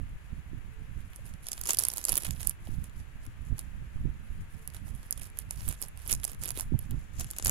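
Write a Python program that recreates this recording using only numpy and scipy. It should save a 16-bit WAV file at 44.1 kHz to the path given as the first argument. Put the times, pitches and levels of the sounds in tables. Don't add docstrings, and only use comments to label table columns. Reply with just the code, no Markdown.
import sys
import numpy as np
from scipy import signal
from scipy.fft import rfft, irfft
from scipy.io import wavfile
from scipy.ndimage import uniform_filter1d

SR = 44100
rng = np.random.default_rng(int(sys.argv[2]) if len(sys.argv) > 2 else 0)


def materialize(psi):
    bounded = np.clip(np.atleast_2d(psi).T, -1, 1)
    quanta = np.round(bounded * 32767).astype(np.int16)
    wavfile.write(sys.argv[1], SR, quanta)


def volts_from_db(level):
    exponent = np.asarray(level, float) / 20
    return 10 ** exponent


N = 330750


def rms_one(x):
    return x / np.sqrt(np.mean(x ** 2) + 1e-20)


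def in_time(rows):
    s, *columns = np.transpose(rows)
    return [np.interp(np.arange(N) / SR, s, c) for c in columns]


def band(x, low_hz, high_hz):
    return signal.sosfilt(signal.butter(2, [low_hz, high_hz], "band", fs=SR, output="sos"), x)


def drift(rate_hz):
    r = np.exp(-80 * np.pi * rate_hz / SR)
    noise = rng.standard_normal(N // 40 + 2002)
    slow = signal.lfilter([1], [1, -2 * r, r * r], noise)[2000:]
    return np.interp(np.arange(N) / 40, np.arange(len(slow)), rms_one(slow))


def coloured_noise(spectrum):
    hz, db = np.transpose(spectrum)
    grid_hz = np.fft.rfftfreq(N, 1 / SR) + 1
    shape = volts_from_db(np.interp(np.log(grid_hz), np.log(hz), db))
    return rms_one(irfft(rfft(rng.standard_normal((2, N))) * shape, N))


def swells(starts, holds, levels_db, rise_db_per_s, fall_db_per_s, rest_db):
    t = np.arange(0, N, 64)[:, None] / SR
    before, after = np.maximum(starts - t, 0), np.maximum(t - starts - holds, 0)
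    db = levels_db - rise_db_per_s * before - fall_db_per_s * after
    total_db = 10 * np.log10(np.sum(volts_from_db(db) ** 2, axis=1) + volts_from_db(rest_db) ** 2)
    return np.interp(np.arange(N) / SR, t[:, 0], total_db)


def dying(clicks, t60):
    return signal.lfilter([1], [1, -volts_from_db(-60 / (t60 * SR))], clicks)


# (frequency [Hz], relative level per Hz [dB])
FAN_SPECTRUM = [(100, 1.5), (400, -4), (800, -6.5), (1700, -3), (2600, -6), (3600, -15.5), (5500, -25),
                (9000, -26), (16000, -29)]
# (frequency [Hz], usual rms level [dB])
FAN_LINES = [(926, -83), (1195, -85.5), (1590, -79), (1725, -78)]


def fan():
    t = np.arange(N) / SR
    lines = np.zeros(N)
    for hz, db in FAN_LINES:
        strength = np.sqrt(2) * volts_from_db(db + 1.0 * drift(5.6))
        lines += strength * np.sin(2 * np.pi * hz * t + 1.5 * drift(4.8))
    hiss_db = -59.5 + np.array([[1.5], [-1.5]])
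    return volts_from_db(hiss_db) * coloured_noise(FAN_SPECTRUM) + lines


# (frequency [Hz], relative level per Hz [dB])
BUFFET_SPECTRUM = [(20, 4), (60, 4.5), (130, -5.5), (250, -20), (500, -45.5), (1000, -51.5), (3000, -110)]
# (time at full strength [s], hold [s], left port level [dB], right port level [dB])
GUSTS = [(0.0, 0.0017, -44, -27.5), (0.11, 0.0083, -41, -38.5), (0.328, 0.032, -63, -37),
         (0.552, .005, -70, -33), (0.673, .02, -58, -37.5), (0.773, 0.045, -53, -32),
         (0.885, .03, -52, -38.5), (0.964, 0.02, -51, -29), (1.26, 0.066, -57, -40),
         (1.59, 0.028, -54, -38.5), (2.133, 0.013, -54, -36), (2.297, .005, -52, -27.5),
         (2.396, 0.085, -59, -35), (2.704, 0.086, -57, -29), (2.96, 0.088, -66, -39.5),
         (3.232, 0.044, -41.5, -51), (3.492, 0.038, -60, -27.5), (3.388, 0.042, -57.5, -37),
         (3.609, 0.22, -56, -39.5), (4.001, 0.004, -35, -28), (4.065, 0.0045, -43.5, -21.5),
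         (4.234, 0.018, -53, -37.5), (4.313, 0.057, -45, -36), (4.386, .005, -33, -36),
         (4.52, 0.0085, -55, -40), (4.803, 0.022, -55, -36.5), (4.879, .05, -58, -29),
         (5.186, 0.015, -51, -35), (5.506, 0.058, -61, -37.5), (5.6, 0.015, -36, -48),
         (5.682, .005, -46, -30), (6.07, 0.13, -43, -35.5), (6.365, 0.38, -42, -42),
         (6.724, 0.022, -54, -24), (6.8, 0.052, -47, -56), (6.931, 0.023, -40, -24.5),
         (7.193, 0.0069, -44, -32), (7.46, 0.049, -41, -29.5)]
# (left port [dB], right port [dB])
LULL_DB = [-49.5, -45]


def draught(brighten=0.42, lumpy_db=3.5, even_s=0.051):
    s, hold, *ports_db = np.transpose(GUSTS)
    rise_db_per_s, fall_db_per_s = 260, 200
    level_db = np.array([swells(s, hold, db, rise_db_per_s, fall_db_per_s, lull_db) + lumpy_db * drift(20)
                         for db, lull_db in zip(ports_db, LULL_DB)])
    noise = coloured_noise(BUFFET_SPECTRUM)
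    noise = noise / np.sqrt(uniform_filter1d(noise ** 2, int(even_s * SR)) + 0.073)
    upper = band(noise, 93, 2900)
    upper_share = volts_from_db(brighten * (level_db + 31.5)) - .5
    return volts_from_db(level_db) * (noise + upper_share * upper)


# (time [s], level [dB])
POPS = [(0.534, -27.5), (2.691, -28), (3.511, -34), (4.055, -20.5), (6.723, -15), (6.914, -31)]


def pops(width_s=0.0014):
    swings = np.zeros(N)
    for s, db in POPS:
        x = (np.arange(N) / SR - s) / width_s
        swings += volts_from_db(db) * x * np.exp(-x ** 2)
    return np.array([np.zeros(N), 2 * swings])


# (time of middle [s], frequency [Hz], time from middle to 1/e [s], level before the left-right tilt [dB])
FAR_TONES = [(0.78, 442, 0.089, -66.5), (1.193, 557, 0.0053, -55), (2.627, 341, 0.056, -64.5),
             (2.675, 680, 0.0016, -44), (4.6, 446, 0.04, -66), (5.4, 455, 0.065, -68.5)]


def far_tones():
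    t = np.arange(N) / SR
    tones = np.zeros(N)
    for s, hz, length, db in FAR_TONES:
        tones += volts_from_db(db) * np.exp(-((t - s) / length) ** 2) * np.sin(2 * np.pi * hz * t)
    return tones * volts_from_db(np.array([[2.5], [-2.5]]))


# (time at full strength [s], hold [s], rustle level before the zone levels [dB])
GRIPS = [(.98, 0.17, -64), (1.168, .005, -57.5), (1.258, 0.039, -56), (1.455, 0.28, -47),
         (1.69, 0.014, -25.5), (1.797, 0.039, -35.5), (1.877, 0.15, -41.5), (2.068, 0.12, -34.5),
         (2.24, 0.014, -34.5), (2.312, 0.046, -47.5), (2.408, 0.08, -44), (2.645, 0.16, -59),
         (2.843, 0.0083, -53), (2.954, .04, -60), (3.237, 0.036, -60.5), (3.465, 0.0027, -56),
         (3.586, 0.023, -51), (4.24, 0.19, -67.5), (4.533, 0.13, -57.5), (4.75, .003, -47.5),
         (4.872, 0.016, -51), (4.95, 0.29, -60), (5.206, 0.033, -41), (5.384, 0.037, -51),
         (5.51, 0.15, -48), (5.707, 0.0063, -36), (5.827, 0.018, -42), (5.982, 0.053, -57),
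         (6.089, 0.035, -32.5), (6.235, 0.059, -41.5), (6.441, 0.007, -32.5), (6.482, 0.0072, -35.5),
         (6.583, 0.015, -35.5), (6.81, 0.028, -58), (6.894, 0.14, -63.5), (7.135, 0.021, -63),
         (7.204, 0.0038, -41), (7.265, 0.046, -53), (7.385, 0.0035, -44.5), (7.457, .045, -37.5)]


def squeeze():
    return swells(*np.transpose(GRIPS), rise_db_per_s=460, fall_db_per_s=402, rest_db=-71.5)


# (top [dB], middle [dB], body [dB])
RUSTLE_ZONES_DB = [-13.5, -17.5, -23.5]


def rustle(per_s=1100, spread_db=4.5, denser=.6):
    level_db = squeeze()
    finer_db = np.clip(-denser * (level_db + 41.5), -4, 16)
    born = rng.random(N) < per_s * volts_from_db(finer_db + 2.5 * drift(25)) / SR
    size_db = spread_db * np.minimum(rng.exponential(1, N), 4.0) - 0.83 * finer_db
    return volts_from_db(level_db + np.reshape(RUSTLE_ZONES_DB, (3, 1))) * born * volts_from_db(size_db)


# (time [s], strike level in the top zone [dB], middle zone relative to top [dB])
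SNAPS = [(1.133, -47, -4), (1.16, -40, -5), (1.3379, -51.5, 7), (1.468, -35.5, 1.5), (1.4854, -23.5, -4),
         (1.5172, -32, 9.5), (1.5305, -27, -1.5), (1.5779, -46, 7.5), (1.613, -16, -17), (1.6362, -35.5, 5),
         (1.6553, -31, 0), (1.662, -32, 0), (1.672, -23, -15), (1.689, -27, 6.5), (1.6941, -26, 3),
         (1.7062, -9, -7.5), (1.733, -10.5, -13), (1.7461, -19, -4.5), (1.7706, -20, -5),
         (1.7869, -6.5, -8), (1.7916, -14.5, -4), (1.7994, -17, -16), (1.8228, -27, -13),
         (1.8363, -16.5, -9), (1.851, -13.5, -10.5), (1.8844, -6, -16.5), (1.901, -33, 6.5),
         (1.9174, -34, -7), (1.9366, -25, -5), (1.9618, -24, -32), (1.9717, -17.5, -15),
         (1.981, -17.5, -12), (1.99, -30, -11), (2.0404, -21, -6), (2.0513, -19.5, 3.5),
         (2.084, -25.5, 3.5), (2.0924, -12.5, -6), (2.1206, -18, -25), (2.128, -21, -3.5), (2.14, -21, -11),
         (2.155, -10.5, -15), (2.1693, -12, -10), (2.177, -6.5, -28), (2.1821, -24, -6), (2.234, -26.5, -7),
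         (2.248, -26, -4), (2.252, -32, -4), (2.28, -40, -14), (2.2874, -34, -14), (2.3074, -19, -10.5),
         (2.3975, -38, -12), (2.415, -29, -25), (2.43, -31, 0), (2.4486, -34, -19), (2.4718, -10, -16),
         (2.495, -12, -14.5), (2.509, -37, -6), (2.671, -49, -3), (2.705, -50, -9), (2.841, -33.5, -9),
         (2.896, -52, -6), (3.0, -51, -2.5), (3.252, -41, -28), (3.2644, -41, -3.5), (3.581, -43, -2.5),
         (3.5917, -21, -6.5), (3.602, -52, -22), (4.6756, -26.5, -9), (4.701, -45.5, 1), (4.7372, -41, -8),
         (4.746, -38, 0), (4.7662, -49, 5), (4.8806, -40, -30), (4.95, -50, -6), (5.03, -44.5, -8),
         (5.1086, -12, -14), (5.1254, -19, -1.5), (5.1762, -51, 14), (5.213, -44, -2), (5.217, -29, -12),
         (5.262, -51, -16), (5.3006, -42, -13), (5.372, -40, 0), (5.3882, -18.5, -11), (5.4002, -32, -33),
         (5.5082, -20.5, -2.5), (5.6061, -42, 4), (5.679, -21.5, -19), (5.688, -13, -26),
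         (5.7052, -41, -11), (5.7254, -36.5, 1.5), (5.8164, -17, -27), (5.8245, -22.5, -9),
         (5.884, -33.5, -14), (5.9744, -34.5, -15), (6.0542, -38, -35), (6.0765, -24.5, -19),
         (6.1106, -17, -11), (6.117, -10, -9), (6.1188, -20, -25), (6.127, -21, 7.5), (6.137, -20, -7),
         (6.15, -33, 7), (6.199, -46, 4), (6.2333, -30, -6), (6.2419, -14.5, -8.5), (6.25, -18, -5),
         (6.278, -28, -19), (6.2908, -33, -6), (6.3171, -31.5, -11), (6.332, -44, 2), (6.347, -44, 1),
         (6.4267, -31, -7), (6.4359, -16, -8), (6.4565, -18, -23), (6.4895, -25, -0.5), (6.5052, -18, -6.5),
         (6.516, -27, -23), (6.566, -35, -20), (6.574, -29, 4), (6.597, -23, -0.5), (6.6082, -20, -7),
         (6.7906, -26.5, -15), (6.9091, -29.5, -11.5), (6.916, -43, -19), (7.1971, -27.5, -8),
         (7.2092, -26, -8), (7.244, -34, -22), (7.3038, -38.5, 2), (7.311, -23.5, -14), (7.334, -42, -9),
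         (7.3638, -32, -17), (7.3846, -17, -14), (7.3973, -38, 0), (7.4247, -40, 5.5), (7.4477, -11.5, -25),
         (7.4582, -18, -2.5), (7.4691, -14, -10), (7.4802, -15, -30), (7.4945, -11, -7)]


def snaps():
    s, top_db, middle_db = np.transpose(SNAPS)
    at, middle_db = np.round(s * SR).astype(int), top_db + middle_db
    body_db = -40 + .3 * (middle_db + 36.5) + 0.23 * (squeeze()[at] + 45)
    body_db = body_db + 2 * rng.standard_normal(len(s))
    strikes = np.zeros((3, N))
    strikes[:, at] = volts_from_db([top_db, middle_db, body_db])
    return strikes


# (low edge [Hz], high edge [Hz],
# first 60 dB decay [s], share of noise power heard alike by both ports [0-1], level [dB])
ZONES = [(8040, 15070, 0.0025, 0.14, -5.5), (4430, 11240, 0.0046, 0.14, -2.5),
         (218, 3760, 0.0072, 0.73, -2)]


def film(strikes, colour_db=0.5, tail_db=-14, tail_times=3.7):
    out = np.zeros((2, N))
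    rise = np.exp(-1 / (.00012 * SR))
    for clicks, (low_hz, high_hz, t60, alike, db) in zip(strikes, ZONES):
        edges = np.geomspace(low_hz, high_hz, num=4)
        width = np.sqrt(SR / 2 / (high_hz - low_hz))
        for low, high in zip(edges, edges[1:]):
            wander_db = colour_db * rng.standard_normal(N) + 2.58 * drift(40)
            blows = clicks * volts_from_db(wander_db) + 1e-18
            envelope = dying(blows, t60) + volts_from_db(tail_db) * dying(blows, tail_times * t60)
            envelope = signal.lfilter([1 - rise], [1, -rise], envelope)
            shared, *own = rng.choice([-1., 1.], (3, N))
            noise = np.sqrt(alike) * shared + np.sqrt(1 - alike) * np.array(own)
            out += volts_from_db(db) * width * band(envelope * noise, low, high)
    return out


# (time [s], level at the left port before shading, relative to right [dB])
POUCH_SIDE = [(2.5, -3.5), (3.5, 0), (4.8, -7), (5.1, -5.5), (6.6, -6.5), (7.1, 4.5)]


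def pouch():
    sound = film(snaps() + rustle())
    lag_s, shade_db, shade_hz = 0.00026, -2.5, 8200
    left = np.interp(np.arange(N) - lag_s * SR, np.arange(N), sound[0])
    left = volts_from_db(shade_db) * left + (1 - volts_from_db(shade_db)) * band(left, 100, shade_hz)
    sound[0] = volts_from_db(in_time(POUCH_SIDE)[0]) * left
    return sound


def room(x, t60_s=.12, level_db=-24):
    t = np.arange(int(t60_s * SR)) / SR
    tail = rng.standard_normal((2, len(t))) * volts_from_db(-60 * t / t60_s) * (t > .004)
    tail /= np.sqrt(np.sum(tail ** 2, axis=1, keepdims=True))
    return volts_from_db(level_db) * signal.fftconvolve(x, tail, axes=1)[:, :N]


def scene():
    near = pouch()
    return near + room(near) + fan() + far_tones() + draught() + pops()


def roll_off(x):
    return signal.sosfilt(signal.butter(12, 16830, fs=SR, output="sos"), x)


# (frequency [Hz], width [Hz], boost [dB])
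PORTS = [(6950, 1150, 9.5), (11000, 1500, 11.5)]


def record(dry):
    out = dry.copy()
    for k, (hz, width_hz, db) in enumerate(PORTS):
        r = np.exp(-np.pi * width_hz / SR)
        turn = 2 * np.pi * hz / SR
        resonator = [1, -2 * r * np.cos(turn), r * r]
        peak = signal.lfilter([(1 - r * r) / 2, 0, (r * r - 1) / 2], resonator, dry[k])
        out[k] += (volts_from_db(db) - 1) * peak
    out = signal.sosfilt(signal.cheby2(10, 50, 16940, fs=SR, output="sos"), out)
    mix = np.tanh(out)
    return roll_off(mix)


dry = scene()
out = record(dry)
materialize(out)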